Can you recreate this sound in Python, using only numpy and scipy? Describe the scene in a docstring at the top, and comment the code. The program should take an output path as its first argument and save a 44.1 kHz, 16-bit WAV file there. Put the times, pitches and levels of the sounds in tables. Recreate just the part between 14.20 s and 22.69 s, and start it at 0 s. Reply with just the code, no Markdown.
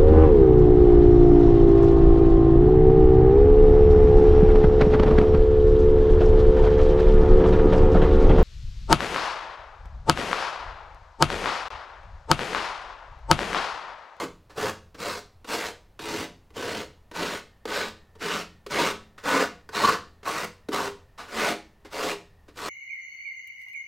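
"""A hand rasp shapes a tall foam sculpture in a cluttered workshop, about two strokes a second.
Each stroke lands with a light tap, then swells and eases as the teeth tear foam cells: dense snaps
that ring the block. Now and then the teeth catch, a crumb breaks off or the blade squeaks.
The room answers briefly; one microphone hears it over a low rumble, a faint hum and a fainter whine."""
import sys
import numpy as np
from scipy import signal
from scipy.fft import rfft, irfft, next_fast_len
from scipy.io import wavfile
from scipy.ndimage import uniform_filter1d, map_coordinates

SR = 44100
rng = np.random.default_rng(int(sys.argv[2]) if len(sys.argv) > 2 else 0)


def master_out(mix):
    """Clip the mix to full scale and print it as 16-bit PCM to the path in sys.argv[1]."""
    frames = np.transpose(np.atleast_2d(mix))
    ceiling = np.clip(frames, -1, 1)
    pcm = np.round(ceiling * 32767).astype(np.int16)
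    wavfile.write(sys.argv[1], SR, pcm)


N = 374409
HZ = np.fft.rfftfreq(16384, 1 / SR)


# pushes of the rasp; lean > 0 stresses the end:
# (start [s], length [s], force [dB], lean [dB], arch [dB], spot ring [dB], flexing foam lip [Hz])
STROKE_PUSHES = [ (-.102, 0.14, -32, -3.5, 3.5, 7, 590), (0.39, 0.11, -33.5, 1.5, 3.5, 3, 864),
                 (.81, 0.18, -35.5, -4, 5.5, 3, 4230), (1.301, 0.19, -35.5, -2.1, .5, -1.5, 850),
                 (1.814, 0.23, -35, 4.5, 6, -4.5, 940), (2.377, 0.25, -36, 0.5, 3.5, -2, 470),
                 (2.967, 0.21, -34.5, -2, 2, -0.5, 670), (3.496, 0.19, -30.5, -6.5, 8.5, 0.5, 3800),
                 (4.03, 0.19, -31, -4.5, 6, 0.5, 2780), (4.529, 0.18, -26, 1, 6, 3, 2320),
                 (5.067, 0.18, -25.5, -.5, 6, 5.5, 2075), (5.559, 0.19, -28, -2, 4.5, 6.5, 4250),
                 (6.078, 0.17, -33.5, -3.5, 1, 6, 2000), (6.546, .13, -34, -5, -1, 8.5, 388),
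                 (7.105, 0.22, -28, 13.5, 11.5, 0.5, 2250), (7.742, 0.18, -33, 7, 3.5, 2, 730),
                 (8.383, 0.18, -37, -3.5, 9.5, 4, 890), ]

def rasp(clump_db, unsteady_db, rub_db, low_db, grit_db, grit_db_per_db, split_hz):
    """Teeth tear cells in clumps; pressing harder drives the block more than the grit above split_hz."""
    out = np.zeros(N)
    lowpass = signal.butter(1, split_hz, fs=SR, output="sos")
    for start_s, length_s, force_db, lean_db, arch_db, ring_db, lip_hz in STROKE_PUSHES:
        touchdown_s = max((row[0] for row in TOUCHDOWNS if row[0] < start_s), default=0)
        t = np.arange(touchdown_s, start_s + length_s + 0.1, 1 / SR)
        press_db = stroke_force(t, start_s, length_s, force_db, lean_db, arch_db)
        press_db += unsteady_db * wobble(t, rate_hz=46.4)
        clumps = unit(amp(clump_db * wobble(t, rate_hz=260)))
        cells = snaps(t, rate_hz=6000, spread_db=4)
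        tearing = clumps * unit(cells + amp(rub_db) * rng.standard_normal(len(t)))
        low = signal.sosfiltfilt(lowpass, tearing)
        grit = tearing - low
        drive = amp(press_db + low_db) * low + amp(grit_db_per_db * press_db + grit_db) * grit
        colour_db = spot_colour(start_s, force_db, ring_db, lip_hz)
        # force sets the scratch band; the block's lower resonances add to it
        power = amp(colour_db) ** 2
        scratch_share = power[(HZ > 1500) & (HZ < 8000)].sum() / power.sum()
        add(out, touchdown_s, ring(drive, colour_db) / np.sqrt(scratch_share))
    return out


# the rasp briefly cuts deeper: (centre [s], half length [s], boost [dB])
DEEP_CUTS = [(1.34, 0.027, 5.5), (3.024, 0.0089, 5), (4.628, 0.03, 1), (5.22, .015, 3), (5.648, 0.012, 6),
             (5.688, 0.015, 4), (7.28, 0.01, 2)]

def stroke_force(t, start_s, length_s, force_db, lean_db, arch_db,
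                 bite_db=-19.5, bite_s=0.032, lift_db_per_s=610):
    """Force in dB: the teeth bite, the arm swells and eases, the rasp may grab, the blade lifts."""
    travel = np.clip((t - start_s) / length_s, 0, 1) - 0.5
    push = force_db + lean_db * travel - arch_db * (2 * travel) ** 2
    bite = bite_db * (np.maximum(start_s - t, 0) / bite_s) ** 2
    grab = sum(db * np.exp(-((t - s) / half_s) ** 2) for s, half_s, db in DEEP_CUTS)
    lift = lift_db_per_s * np.maximum(t - start_s - length_s, 0)
    return push + bite + grab - lift


# tearing cells: (frequency [Hz], gain [dB])
TEAR_SPECTRUM = [(25, -13), (70, -6.5), (150, 0.8), (300, 3.5), (800, 3), (1500, 5), (3000, 0), (5000, -2),
                 (7500, -6), (10500, -13.5), (15300, -17)]
# resonances of the block: (centre [Hz], width [Hz], gain [dB])
FOAM_MODES = [(91, 9.4, 8.2), (174.1, 7.8, 10.6), (217.4, 16.4, 12.7), (267.3, 18.7, 9.2),
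              (295.4, 9.6, 5.4), (318.7, 28.4, 9.7), (405, 21.5, 8.7), (433.6, 51.6, 9.7),
              (481.2, 14.5, 8.1), (526, 25, 7.4), (583, 31, 4.5), (594, 12, 3.2), (706, 23, 6.3),
              (942, 77, 5.6), (1003, 13, 1.07), (1051, 19, 2.5), (1122, 35, 5.3), (1206, 40, 2.7),
              (1276, 82, 2.8), (1492, 62, 5.5), (1720, 25, 1.1), (2040, 150, 1.8), (2760, 110, 2.7),
              (4030, 1500, 1.66)]
# hollow, body, ring and crisp bands: (centre [Hz], width [Hz])
TONE_BANDS = [(255, 146), (460, 460), (1150, 590), (13000, 48000)]
# tone as the rasp travels over the figure: (time [s], boom [dB], body [dB], crispness [dB])
TONE_DRIFT = [(0, 4, 8, 10), (.5, 7, 6.5, 13.5), (1.3, -5, 0, 5), (2, 6, 4.5, -9.5), (3.3, -4, -1, -16.5),
              (5, -2, -0.5, -5.5), (6.4, 2, -1, 9), (7.1, -9, 2.5, -0.5), (8.4, 1.5, 1.5, 11)]

def spot_colour(start_s, force_db, ring_db, lip_hz, lip_db=3.5, boom_hz=110, boom_width_hz=114):
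    """Gain in dB of the foam under one stroke: a local lip flexes and the whole figure booms."""
    times_s, *tones = np.transpose(TONE_DRIFT)
    boom_db, body_db, crisp_db = [np.interp(start_s, times_s, tone) for tone in tones]
    hollow_db = -4 + 0.33 * (force_db + 32)  # harder pushes wake the hollow tone
    gains_db = (hollow_db, body_db, ring_db, crisp_db)
    spot_modes = [(hz, width_hz, db) for (hz, width_hz), db in zip(TONE_BANDS, gains_db)]
    spot_modes += [(lip_hz, 0.2 * lip_hz, lip_db), (boom_hz, boom_width_hz, boom_db)]
    return along(TEAR_SPECTRUM) + peaks(FOAM_MODES) + peaks(spot_modes)


def flakes(x, patchy_db):
    """Loose flakes and ridges ring for a moment, each at its own pitch."""
    spectra = signal.stft(x, nperseg=512)[2]
    patches = uniform_filter1d(rng.standard_normal(spectra.shape), size=4, axis=0)
    patches = uniform_filter1d(patches, size=6, axis=1)
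    return signal.istft(spectra * amp(patchy_db * unit(patches)), nperseg=512)[1][:N]


# short crunches: (time [s], relative level [dB])
CRUNCHES = [(.391, -19), (0.803, -20.5), (2.961, -23), (3.026, -14.5), (3.517, -19), (3.683, -15),
            (4.026, -20), (4.51, -11.5), (5.038, -19), (5.559, -13), (6.062, -26), (6.544, -11),
            (8.381, -24)]

def catches(gain_db, t60_s):
    """The teeth dig in and a row of cells gives way at once."""
    out, t = np.zeros(N), np.arange(SR // 12) / SR
    for s, db in CRUNCHES:
        burst = snaps(t, rate_hz=3500, spread_db=3) * amp(-60 * t / t60_s)
        add(out, s, amp(db + gain_db) * ring(burst, along(TEAR_SPECTRUM) + peaks(FOAM_MODES)))
    return out


# the rasp lands: (time [s], relative level [dB], thud offset [dB], rise [s], skid t60 [s])
TOUCHDOWNS = [(.295, -40, -23, 0.0046, .2), (.744, -34.5, -10, .002, 0.085), (1.244, -31, -12, .002, 0.059),
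              (1.792, -25, -15, 0.00037, 0.033), (2.303, -41, -9, 0.0023, .033),
              (2.913, -30.5, -10.5, 0.00074, 0.043), (3.4536, -20, -12.5, 0.00077, 0.028),
              (3.952, -42, -6.5, .002, 0.062), (4.463, -22.5, -12.5, .002, 0.035),
              (4.978, -35, -44, .002, 0.16), (5.49, -27.5, -16, 0.00067, 0.034),
              (6.03, -35.5, -17.5, 0.00089, 0.06), (6.486, -24.5, -1.5, 0.0011, 0.035),
              (6.976, -28.5, -26, 0.013, 0.35), (7.647, -35, -3.5, 0.0046, .13),
              (8.28, -39.5, -4.5, 0.005, 0.1)]
# tap of the teeth, thud of the block: (frequency [Hz], gain [dB])
TAP_SPECTRUM = [(80, -14.5), (300, -5.5), (1000, 5.5), (2000, 0.5), (2800, -4), (5000, -6.5),
                (10000, -18.5), (15000, -25)]
THUD_SPECTRUM = [(60, -43), (200, -2), (330, 2), (480, 3.5), (650, -11.5), (1200, -26), (4000, -35)]

def landings(tap_db, thud_db, thud_t60_s):
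    """A tap or short skid as the teeth meet the foam, and a thud of the block."""
    out, t = np.zeros(N), np.arange(SR // 6) / SR
    block_db = 0.85 * peaks(FOAM_MODES)  # the block rings under the resting tool
    for s, db, weight_db, rise_s, skid_t60_s in TOUCHDOWNS:
        contact = 1 - np.exp(-t / rise_s)  # a glancing landing builds slowly
        skid = snaps(t, rate_hz=11000, spread_db=1) * amp(-60 * t / skid_t60_s)
        push = snaps(t, rate_hz=20000, spread_db=3) * amp(-60 * t / thud_t60_s)
        tap = ring(contact * skid, along(TAP_SPECTRUM) + block_db)
        thud = ring(contact * push, along(THUD_SPECTRUM) + block_db)
        add(out, s, amp(db + tap_db) * tap + amp(db + weight_db + thud_db) * thud)
    return out


# breaking crumbs: (time [s], level [dB])
CRUMB_BREAKS = [(5.6914, -13.5), (6.0834, -15), (6.2455, -16.5), (6.5445, -14.5)]
# one crack: (frequency [Hz], gain [dB])
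CRACK_SPECTRUM = [(300, 4), (1500, -7), (6000, 8), (10000, 5.5), (15000, 2)]

def crumbs():
    """Each crumb breaks off with a single bright crack."""
    out = np.zeros(N)
    for s, db in CRUMB_BREAKS:
        add(out, s, ring([amp(db)], along(CRACK_SPECTRUM)))
    return out


# foam squeaks: (time [s], length [s], pitch [Hz], level [dB])
STICK_SLIPS = [(5.632, 0.029, 1141, -15), (5.675, 0.042, 1169, -22), (6.058, 0.054, 1108, -27)]

def squeaks(waver):
    """The blade sticks and slips on the foam at an unsteady pitch."""
    out = np.zeros(N)
    for s, length_s, hz, db in STICK_SLIPS:
        t = np.arange(0, length_s, 1 / SR)
        pitch_hz = hz * (1 + waver * wobble(t, rate_hz=209))
        phase = 2 * np.pi * np.cumsum(pitch_hz) / SR
        add(out, s, amp(db) * np.sin(np.pi * t / length_s) * np.sin(phase))
    return out


# room decay: (frequency [Hz], t60 [s])
ROOM_DECAY = [(100, 0.71), (250, 0.31), (500, 0.33), (1500, 0.31), (4000, 0.36), (8000, 0.32),
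              (14000, 0.21)]

def workshop(x, wet_db, rise_s):
    """Shelves and walls answer each new tool position differently; the top treble dies first."""
    out = x.copy()
    edges = [0] + [round((row[0] - 0.005) * SR) for row in TOUCHDOWNS] + [N]
    for start, end in zip(edges, edges[1:]):
        hz, t, spectra = signal.stft(rng.standard_normal(SR * 3 // 4), SR, nperseg=256)
        decay = amp(-60 * t / along(ROOM_DECAY, hz)[:, None])
        tail = signal.istft(spectra * decay, SR, nperseg=256)[1]
        tail *= 1 - np.exp(-np.arange(len(tail)) / SR / rise_s)
        add(out, start / SR, amp(wet_db) * signal.fftconvolve(x[start:end], tail / np.linalg.norm(tail)))
    return out


# rumble and hiss: (frequency [Hz], relative density [dB])
AIR_SPECTRUM = [(20, -1), (70, -5.5), (110, -8.5), (172, -13.5), (300, -22), (600, -22), (1000, -23.5),
                (1600, -31), (2500, -34), (8800, -45.5), (15800, -45.5)]
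# humming bands: (centre [Hz], width [Hz], gain [dB])
HUM_BANDS = [(84, 14.6, 9.5), (764, 25, 1.5)]
# rise of the whine: (time [s], level [dB])
WHINE_LEVELS = [(2.3, -87), (3.3, -73.5), (8.4, -74)]

def background(air_db, whine_hz):
    """Steady rumble and hiss with humming bands; a faint fuzzy whine comes up."""
    air = ring(rng.standard_normal(N + SR), along(AIR_SPECTRUM) + peaks(HUM_BANDS))[SR:][:N]
    band = signal.butter(2, [0.96 * whine_hz, 1.04 * whine_hz], "bandpass", fs=SR, output="sos")
    whine = signal.sosfilt(band, rng.standard_normal(N))
    whine_db = np.interp(np.arange(N) / SR, *np.transpose(WHINE_LEVELS))
    return amp(air_db) * unit(air) + amp(whine_db) * unit(whine)


def amp(db):
    return 10 ** (np.asarray(db) / 20)


def unit(x):
    return x / np.sqrt(np.mean(x ** 2) + 1e-20)


def along(points, hz=HZ):
    """Interpolate (frequency [Hz], value) points on a log axis."""
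    knots_hz, values = np.transpose(points)
    return np.interp(np.log(hz + 1), np.log(knots_hz + 1), values)


def peaks(modes):
    """Summed gain of resonances in dB."""
    return sum(db / (1 + (2 * (HZ - hz) / width_hz) ** 2) for hz, width_hz, db in modes)


def ring(x, gain_db):
    """Pass x through a minimum-phase filter of energy 1 with this colour."""
    cepstrum = irfft(np.log(amp(gain_db) + 1e-6))
    half = len(cepstrum) // 2
    causal = 2 * cepstrum[:half] * (np.arange(half) > 0)
    kernel = irfft(np.exp(rfft(causal, len(cepstrum))))[:half]
    return signal.fftconvolve(x, kernel / np.linalg.norm(kernel))


def add(track, start_s, x):
    part = track[max(0, round(start_s * SR)):][:len(x)]
    part += x[:len(part)]


def wobble(t, rate_hz):
    """Smooth curve through random knots."""
    knots = (t - t[0]) * rate_hz
    return map_coordinates(rng.standard_normal(int(knots[-1]) + 2), [knots])


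def snaps(t, rate_hz, spread_db):
    """Random impulses of uneven size, rms 1."""
    hits = rng.random(len(t)) < rate_hz / SR
    signs = np.sign(rng.standard_normal(len(t)))
    return unit(hits * signs * amp(spread_db * rng.standard_normal(len(t))))


def scene():
    """Rasping in the workshop; one microphone feeds both channels."""
    scrape = rasp(clump_db=1.45, unsteady_db=0.15, rub_db=-5.5, low_db=-0.96,
                  grit_db=-9.0, grit_db_per_db=0.84, split_hz=4200)
    work = flakes(scrape, patchy_db=1.95) + catches(gain_db=-14.5, t60_s=0.021)
    work += landings(tap_db=-6, thud_db=4.5, thud_t60_s=0.06)
    work += crumbs() + squeaks(waver=0.06)
    mono = workshop(work, wet_db=-7.0, rise_s=0.00093) + background(air_db=-56, whine_hz=1825)
    return np.array([mono, mono])


def record(dry, top_hz=15850):
    """Brick-wall low-pass."""
    size = next_fast_len(N + SR // 2)
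    passband = np.fft.rfftfreq(size, 1 / SR) < top_hz
    return irfft(rfft(dry, size) * passband, size)[:, :N]


dry = scene()
out = record(dry)
master_out(out)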